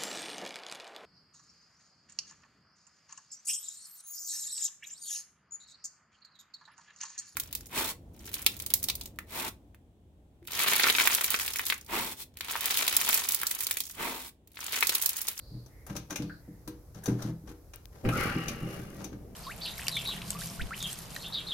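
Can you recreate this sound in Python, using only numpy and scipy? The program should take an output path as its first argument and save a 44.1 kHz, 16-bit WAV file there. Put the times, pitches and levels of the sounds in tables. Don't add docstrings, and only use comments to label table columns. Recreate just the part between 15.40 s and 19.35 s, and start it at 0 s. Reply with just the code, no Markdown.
import sys
import numpy as np
from scipy import signal
from scipy.fft import rfft, irfft
from scipy.io import wavfile

SR = 44100
rng = np.random.default_rng(int(sys.argv[2]) if len(sys.argv) > 2 else 0)


def put_to_file(sound):
    columns = np.atleast_2d(sound).T
    safe = np.clip(columns, -1, 1)
    whole_steps = np.round(safe * 32767)
    wavfile.write(sys.argv[1], SR, whole_steps.astype(np.int16))


N = 174195
T = np.arange(N) / SR
CUTOFF_HZ = 16000


def from_db(db):
    return 10 ** (np.asarray(db) / 20)


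def rms_one(x):
    return x / np.sqrt(np.mean(x ** 2) + 1e-20)


def pan(db):
    return from_db([[db / 2], [-db / 2]]) / np.cosh(db * np.log(10) / 40)


def band(x, low_hz, high_hz):
    high_hz = min(max(high_hz, low_hz + 10), .45 * SR)
    sos = signal.butter(2, [low_hz, high_hz], "band", fs=SR, output="sos")
    return signal.sosfilt(sos, x + 1e-18)


def curve(points):
    hz, value = np.transpose(points)
    bin_hz = np.arange(N // 2 + 1) * SR / N
    return np.interp(np.log(bin_hz + 1), np.log(hz), value)


def widen(pair):
    # (frequency [Hz], likeness [-1 to 1])
    likeness = [(60, 0.98), (290, 0.87), (640, 0.64), (1400, 0.31), (3100, 0), (7000, 0)]
    mid, side = rfft(pair)
    alike = np.clip(curve(likeness), -1, 1)
    return irfft(np.sqrt(1 + alike) * mid + np.sqrt(1 - alike) * side * [[1], [-1]], N)


def noise():
    return widen(rng.standard_normal((2, N)))


def colour(x, spectrum):
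    return rms_one(irfft(rfft(x) * from_db(curve(spectrum)), N))


def strikes(s, heights):
    out = np.zeros(N)
    at = np.clip((s * SR).astype(int), 0, N - 1)
    np.add.at(out, at, heights)
    return out


def fade(x, seconds):
    return signal.lfilter([1], [1, -np.exp(-1 / (seconds * SR))], x + 1e-18)


def ring(x, hz, t60):
    r = from_db(-60 / (t60 * SR))
    w = 2 * np.pi * hz / SR
    return signal.lfilter([0, np.sin(w)], [1, -2 * r * np.cos(w), r * r], x + 1e-18)


def swell(s, length_s):
    return np.sin(np.pi * np.clip((T - s) / length_s, 0, 1))


def room_tone():
    # (frequency [Hz], relative level [dB])
    room_spectrum = [(25, -29), (45, 5), (64, 1), (125, -4), (200, -16), (480, -17), (700, -24.5),
                     (1500, -33), (3100, -43.5), (5500, -36), (8300, -40), (12500, -33), (15500, -39)]
    return from_db(-52) * colour(noise(), room_spectrum)


def bathroom(x):
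    t60_s, level_db, low_hz, high_hz = 0.3, -12.5, 300, 4330
    t = T[:SR]
    decay = from_db(-60 * t / t60_s) * (t > .008)
    tail = band(noise(), low_hz, high_hz)[:, :SR] * decay
    response = rms_one(tail) / np.sqrt(SR)
    return from_db(level_db) * signal.fftconvolve(x, response, axes=1)[:, :N]


def seeping():
    # (start [s], length [s], level [dB], centre frequency [Hz])
    seeps = [(-0.08, 0.38, -61.5, 4480), (0.27, 0.26, -66.5, 2000), (0.813, 0.22, -65, 4450),
             (0.96, 0.3, -73, 1950)]
    half_width = .17 / 2
    out = 0
    for s, length, db, hz in seeps:
        hiss = rms_one(band(noise(), hz * (1 - half_width), hz * (1 + half_width)))
        out = out + from_db(db) * swell(s, length) * hiss
    return out


def ticks():
    # (time [s], envelope peak [dB], lower band edge [Hz])
    snaps = [(2.3597, -28, 9100), (2.4562, -40, 1450)]
    fade_s, pan_db = 0.00039, 32
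    out = 0
    for s, db, hz in snaps:
        hit = from_db(db) * (np.arange(N) == int(s * SR))
        out = out + band(noise() * fade(hit, fade_s), hz, CUTOFF_HZ)
    return out * pan(pan_db)


def pings():
    # (time [s], level [dB], frequency [Hz])
    ping_events = [(0.897, -42, 1547), (1.635, -52.5, 1630), (1.794, -48, 1440)]
    width_hz, fade_s, low_db = 260, .018, -15.5
    out = 0
    for s, db, hz in ping_events:
        hit = strikes(np.array([s]), from_db(db))
        cluster = rms_one(band(noise(), hz - width_hz / 2, hz + width_hz / 2))
        low_cluster = rms_one(band(noise(), hz - width_hz, hz))
        out = out + cluster * fade(hit, fade_s)
        out = out + low_cluster * fade(hit, 2 * fade_s) * from_db(low_db)
    return out


def slips():
    # (delay [s], gain [ratio])
    recess_echoes = [(.0052, 0.19), (.0089, 0.19), (0.0153, 0.2), (.021, 0.27)]
    slips_per_s, spread_db, flutter_db = 1500, 3, 2.1
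    sizes = from_db(spread_db * np.minimum(rng.exponential(1, (2, N)), 5))
    sizes = sizes * rng.choice([-1, 1], (2, N))
    x = widen(sizes * (rng.random((2, N)) < slips_per_s / SR))
    x = x + sum(gain * np.roll(x, int(s * SR), axis=1) for s, gain in recess_echoes)
    flutter = rms_one(band(rng.standard_normal(N), 28.3, 55.6))
    return x * from_db(flutter_db * flutter)


def scuffs():
    # (start [s], length [s], level [dB])
    slides = [(0.46, 0.096, -49.5), (0.55, 0.023, -42), (0.698, 0.011, -40.5), (1.545, 0.066, -50.5),
              (1.604, 0.14, -51.5), (1.65, 0.18, -56.5), (1.769, 0.16, -47.5), (2.058, 0.08, -51),
              (2.502, 0.17, -56.5), (3.535, 0.15, -51)]
    # (frequency [Hz], level per hertz [dB])
    scuff_spectrum = [(250, 9.5), (500, 7.5), (1500, -0.5), (2600, -9), (4200, -9), (6000, -5.5),
                      (8000, -14), (13000, -10), (16000, -28)]
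    envelope = sum(from_db(db) * swell(s, length) for s, length, db in slides)
    return colour(slips(), scuff_spectrum) * envelope * pan(4.5)


def squeaks():
    # (start [s], length [s], level [dB], first frequency [Hz], last frequency [Hz])
    glides = [(2.70, 0.08, -36.5, 1250, 1400), (2.755, 0.18, -40, 1300, 1560),
              (2.745, .13, -39.5, 2330, 1900), (2.93, .18, -50.5, 2760, 2920),
              (3.07, 0.304, -58, 2820, 2860)]
    out = 0
    for s, length, db, first_hz, last_hz in glides:
        hz = np.interp(T, [s, s + length], [first_hz, last_hz])
        phase = 2 * np.pi * np.cumsum(hz) / SR
        rough = rms_one(band(rng.standard_normal((2, N)), 15, 85))
        tone = rough[0] * np.cos(phase) + rough[1] * np.sin(phase)
        out = out + from_db(db) * swell(s, length) * tone
    return out * pan(3.5)


def frame_chatter():
    frame_modes = [1190, 1380, 1569, 1905, 2064, 2317, 2840]
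    snags_per_s, spread_db, t60_s = 70, 4, .09
    out = 0
    for hz in frame_modes:
        sizes = from_db(spread_db * np.minimum(rng.exponential(1, (2, N)), 3))
        snags = sizes * (rng.random((2, N)) < snags_per_s / SR)
        out = out + rms_one(ring(snags, hz, t60_s))
    return rms_one(widen(out))


def arm_rub():
    # (time [s], rasp [relative dB], swish [relative dB], rumble [relative dB])
    rub_course = [(2.63, -91, -68, -48.5), (2.652, -37, -68, -28), (2.72, -56, -45, -40),
                  (2.761, -37, -43, -35.5), (2.82, -32.5, -40, -36), (2.90, -37.5, -46, -39),
                  (2.98, -41, -51.5, -51), (3.07, -45.5, -51.5, -41.5), (3.19, -50, -57, -44.5),
                  (3.29, -50, -53, -43), (3.36, -48.5, -49, -42.5), (3.482, -56.5, -58.5, -48.5),
                  (3.609, -63, -58, -48.5), (3.70, -72, -73, -49.5), (3.95, -74, -78, -52.5)]
    # (frequency [Hz], level per hertz [dB])
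    rasp_spectrum = [(350, -51), (600, -13), (683, -14), (824, -2), (947, -15), (1160, 0.5), (1350, -2.5),
                     (1950, -6), (2280, -6.5), (2540, -7.5), (2840, -6.5), (3720, -22), (4200, -17),
                     (5460, -19), (9240, -120)]
    # (frequency [Hz], level per hertz [dB])
    swish_spectrum = [(2060, -64), (3500, -4), (4520, -6.5), (6130, -1.5), (7340, -7.5), (7960, -9.5),
                      (11100, -1), (15500, -11)]
    # (frequency [Hz], level per hertz [dB])
    rumble_spectrum = [(35, -5), (70, -1), (130, 3.5), (300, -4), (500, -7), (800, -18), (1300, -45.5)]
    rasp_trim_db, chatter_db, swish_trim_db, rumble_trim_db = -1.5, -6, -2.5, 2
    s, *levels = np.transpose(rub_course)
    rasp_db, swish_db, rumble_db = [np.interp(T, s, level, left=-120) for level in levels]
    rasp = colour(slips(), rasp_spectrum) + from_db(chatter_db) * frame_chatter()
    rasp = from_db(rasp_db + rasp_trim_db) * rasp * pan(3)
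    swish = from_db(swish_db + swish_trim_db) * colour(slips(), swish_spectrum) * pan(6)
    rumble = from_db(rumble_db + rumble_trim_db) * colour(slips(), rumble_spectrum)
    return rasp + swish + rumble


def pipe_knocks():
    # (time [s], relative level [dB], most excited frequency [Hz])
    knocks = [(0.109, -43, 123), (0.141, -37.5, 126), (0.498, -34, 160), (0.564, -43, 160),
              (0.709, -34.5, 400), (.792, -28.5, 264), (.83, -33.5, 200), (1.077, -40, 212),
              (1.271, -35.5, 360), (1.554, -42, 154), (1.677, -19.5, 272), (1.711, -29.5, 121),
              (1.842, -28.5, 182), (1.885, -30, 215), (2.028, -42.5, 155), (2.091, -40, 453),
              (2.652, -22, 158), (2.679, -22.5, 93), (2.953, -22, 255), (3.223, -30, 123.5),
              (3.386, -37.5, 165), (3.578, -39, 152), (3.643, -39, 464), (3.719, -36.5, 259)]
    # (frequency [Hz], relative level [dB], decay time t60 [s])
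    housing_modes = [(62, -8, 0.15), (87.6, -23, 0.34), (121.4, -0.5, 0.38), (164.1, -5, 0.34),
                     (199.3, -4.5, 0.28), (258.8, -7.5, 0.15), (293.55, -5, 0.37), (320.1, -5.5, 0.25),
                     (384, -15, 0.46), (481.3, -16, 0.42)]
    focus_db_per_octave, spread_db = 6.5, 1.5
    mean_rebound_s, rebound_db = .02, -6
    push_cutoff_hz, thud_db, thud_fade_s = 660, -18, .032
    s, db, focus_hz = np.transpose(knocks)
    out = 0
    for k, (hz, mode_db, t60) in enumerate(housing_modes):
        focus_loss_db = focus_db_per_octave * np.abs(np.log2(hz / focus_hz))
        spread = spread_db * rng.standard_normal(len(s))
        heights = from_db(db + mode_db - focus_loss_db + spread)
        rebound_s = s + mean_rebound_s * rng.uniform(0.5035, 1.5, len(s))
        pushes = strikes(s, heights) + strikes(rebound_s, heights * from_db(rebound_db))
        out = out + (-1) ** k * ring(pushes, hz, t60)
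    out = signal.sosfilt(signal.butter(2, push_cutoff_hz, fs=SR, output="sos"), out)
    thud_envelope = fade(strikes(s, from_db(db + thud_db)), thud_fade_s)
    thud = rms_one(band(noise(), 93, 503)) * thud_envelope
    return (out + thud) * pan(1)


def lever_clicks():
    # (time [s], relative level [dB], then the relative levels of the
    # low [dB], middle [dB], ring [dB] and treble [dB] bands)
    clicks = [(0.2606, -49.5, -19, -36, -14, -12), (0.465, -48.5, -1, -31, -11, 0.5),
              (0.4977, -44, -2.5, -10, -13.5, -17), (0.564, -29.5, -18, -12, -12, -12.5),
              (0.7061, -32, -8, -13, -9, -12), (0.7245, -41.5, -8.5, -18, -9, -14),
              (0.758, -27.5, -19.5, -6, -11.5, -11.5), (0.8205, -34.5, -20, -23, -34, -22),
              (1.2758, -35.5, -12.5, -18.5, -17.5, -9), (1.546, -48, -13, -31, -9.5, -12.5),
              (1.637, -50, -14, -24, -3, 5), (1.6578, -28.5, -14, -21, -10, -13),
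              (1.822, -32.5, -15.5, -26, -16.5, -15), (1.683, -44, -2, -9, -22, -8),
              (2.0754, -52, -4, -28, -8, -21), (2.0901, -48.5, -18, -8, -22, -11),
              (2.3352, -39.5, -13, -9, -18, -14), (2.6877, -36.5, 4, 6, -19, -7.5),
              (3.0817, -24.5, -39, -7.5, -14, -14), (3.604, -45, -5, -9, -19, -26),
              (3.6418, -33.5, -17, -14, -9, -12.5), (3.7277, -48.5, -6, -30, -19, -26)]
    # (low edge [Hz], high edge [Hz], relative level [dB], left minus right [dB])
    click_bands = [(400, 1590, 5.5, 6.5), (2140, 3030, -2, 0), (5710, 6530, 4, 15), (8260, 14500, 4.5, 4),
                   (3160, 5930, -9.5, 3.5)]
    # (frequency [Hz], relative level [dB], decay time t60 [s])
    fitting_modes = [(1587, -3.5, 0.1), (2436, -5, 0.067), (3774, -10.5, 0.12), (5830, -2, 0.067),
                     (6500, -8, 0.025), (6830, -8, 0.034)]
    crack_db, crack_fade_s, rise_s = -7.5, 0.0066, .0009
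    tail_db, tail_fade_s = -9, 0.027
    s, db, *colours = np.transpose(clicks)
    out = 0
    for (low_hz, high_hz, band_db, pan_db), own_db in zip(click_bands, colours + [0]):
        hits = strikes(s, from_db(db + own_db + band_db + crack_db))
        envelope = fade(hits, crack_fade_s) + from_db(tail_db) * fade(hits, tail_fade_s)
        envelope = fade(envelope, rise_s) / (rise_s * SR)
        crack = band(noise() * envelope, low_hz, high_hz)
        width_gain = np.sqrt(SR / 2 / abs(high_hz - low_hz))
        out = out + crack * width_gain * pan(pan_db)
    for k, (hz, mode_db, t60) in enumerate(fitting_modes):
        nearest = min(k, 2)
        spread_db = rng.standard_normal((len(s), 2)).T
        heights = from_db(db + colours[nearest] + mode_db + spread_db)
        mode = np.array([ring(strikes(s, h), hz, t60) for h in heights])
        out = out + mode * pan(click_bands[nearest][3])
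    return out


def scene():
    handling = lever_clicks() + scuffs() + pipe_knocks() + pings() + arm_rub() + squeaks()
    return handling + bathroom(handling) + ticks() + seeping() + room_tone()


def record(dry):
    return signal.sosfilt(signal.ellip(10, .2, 70, CUTOFF_HZ, fs=SR, output="sos"), dry)


dry = scene()
out = record(dry)
put_to_file(out)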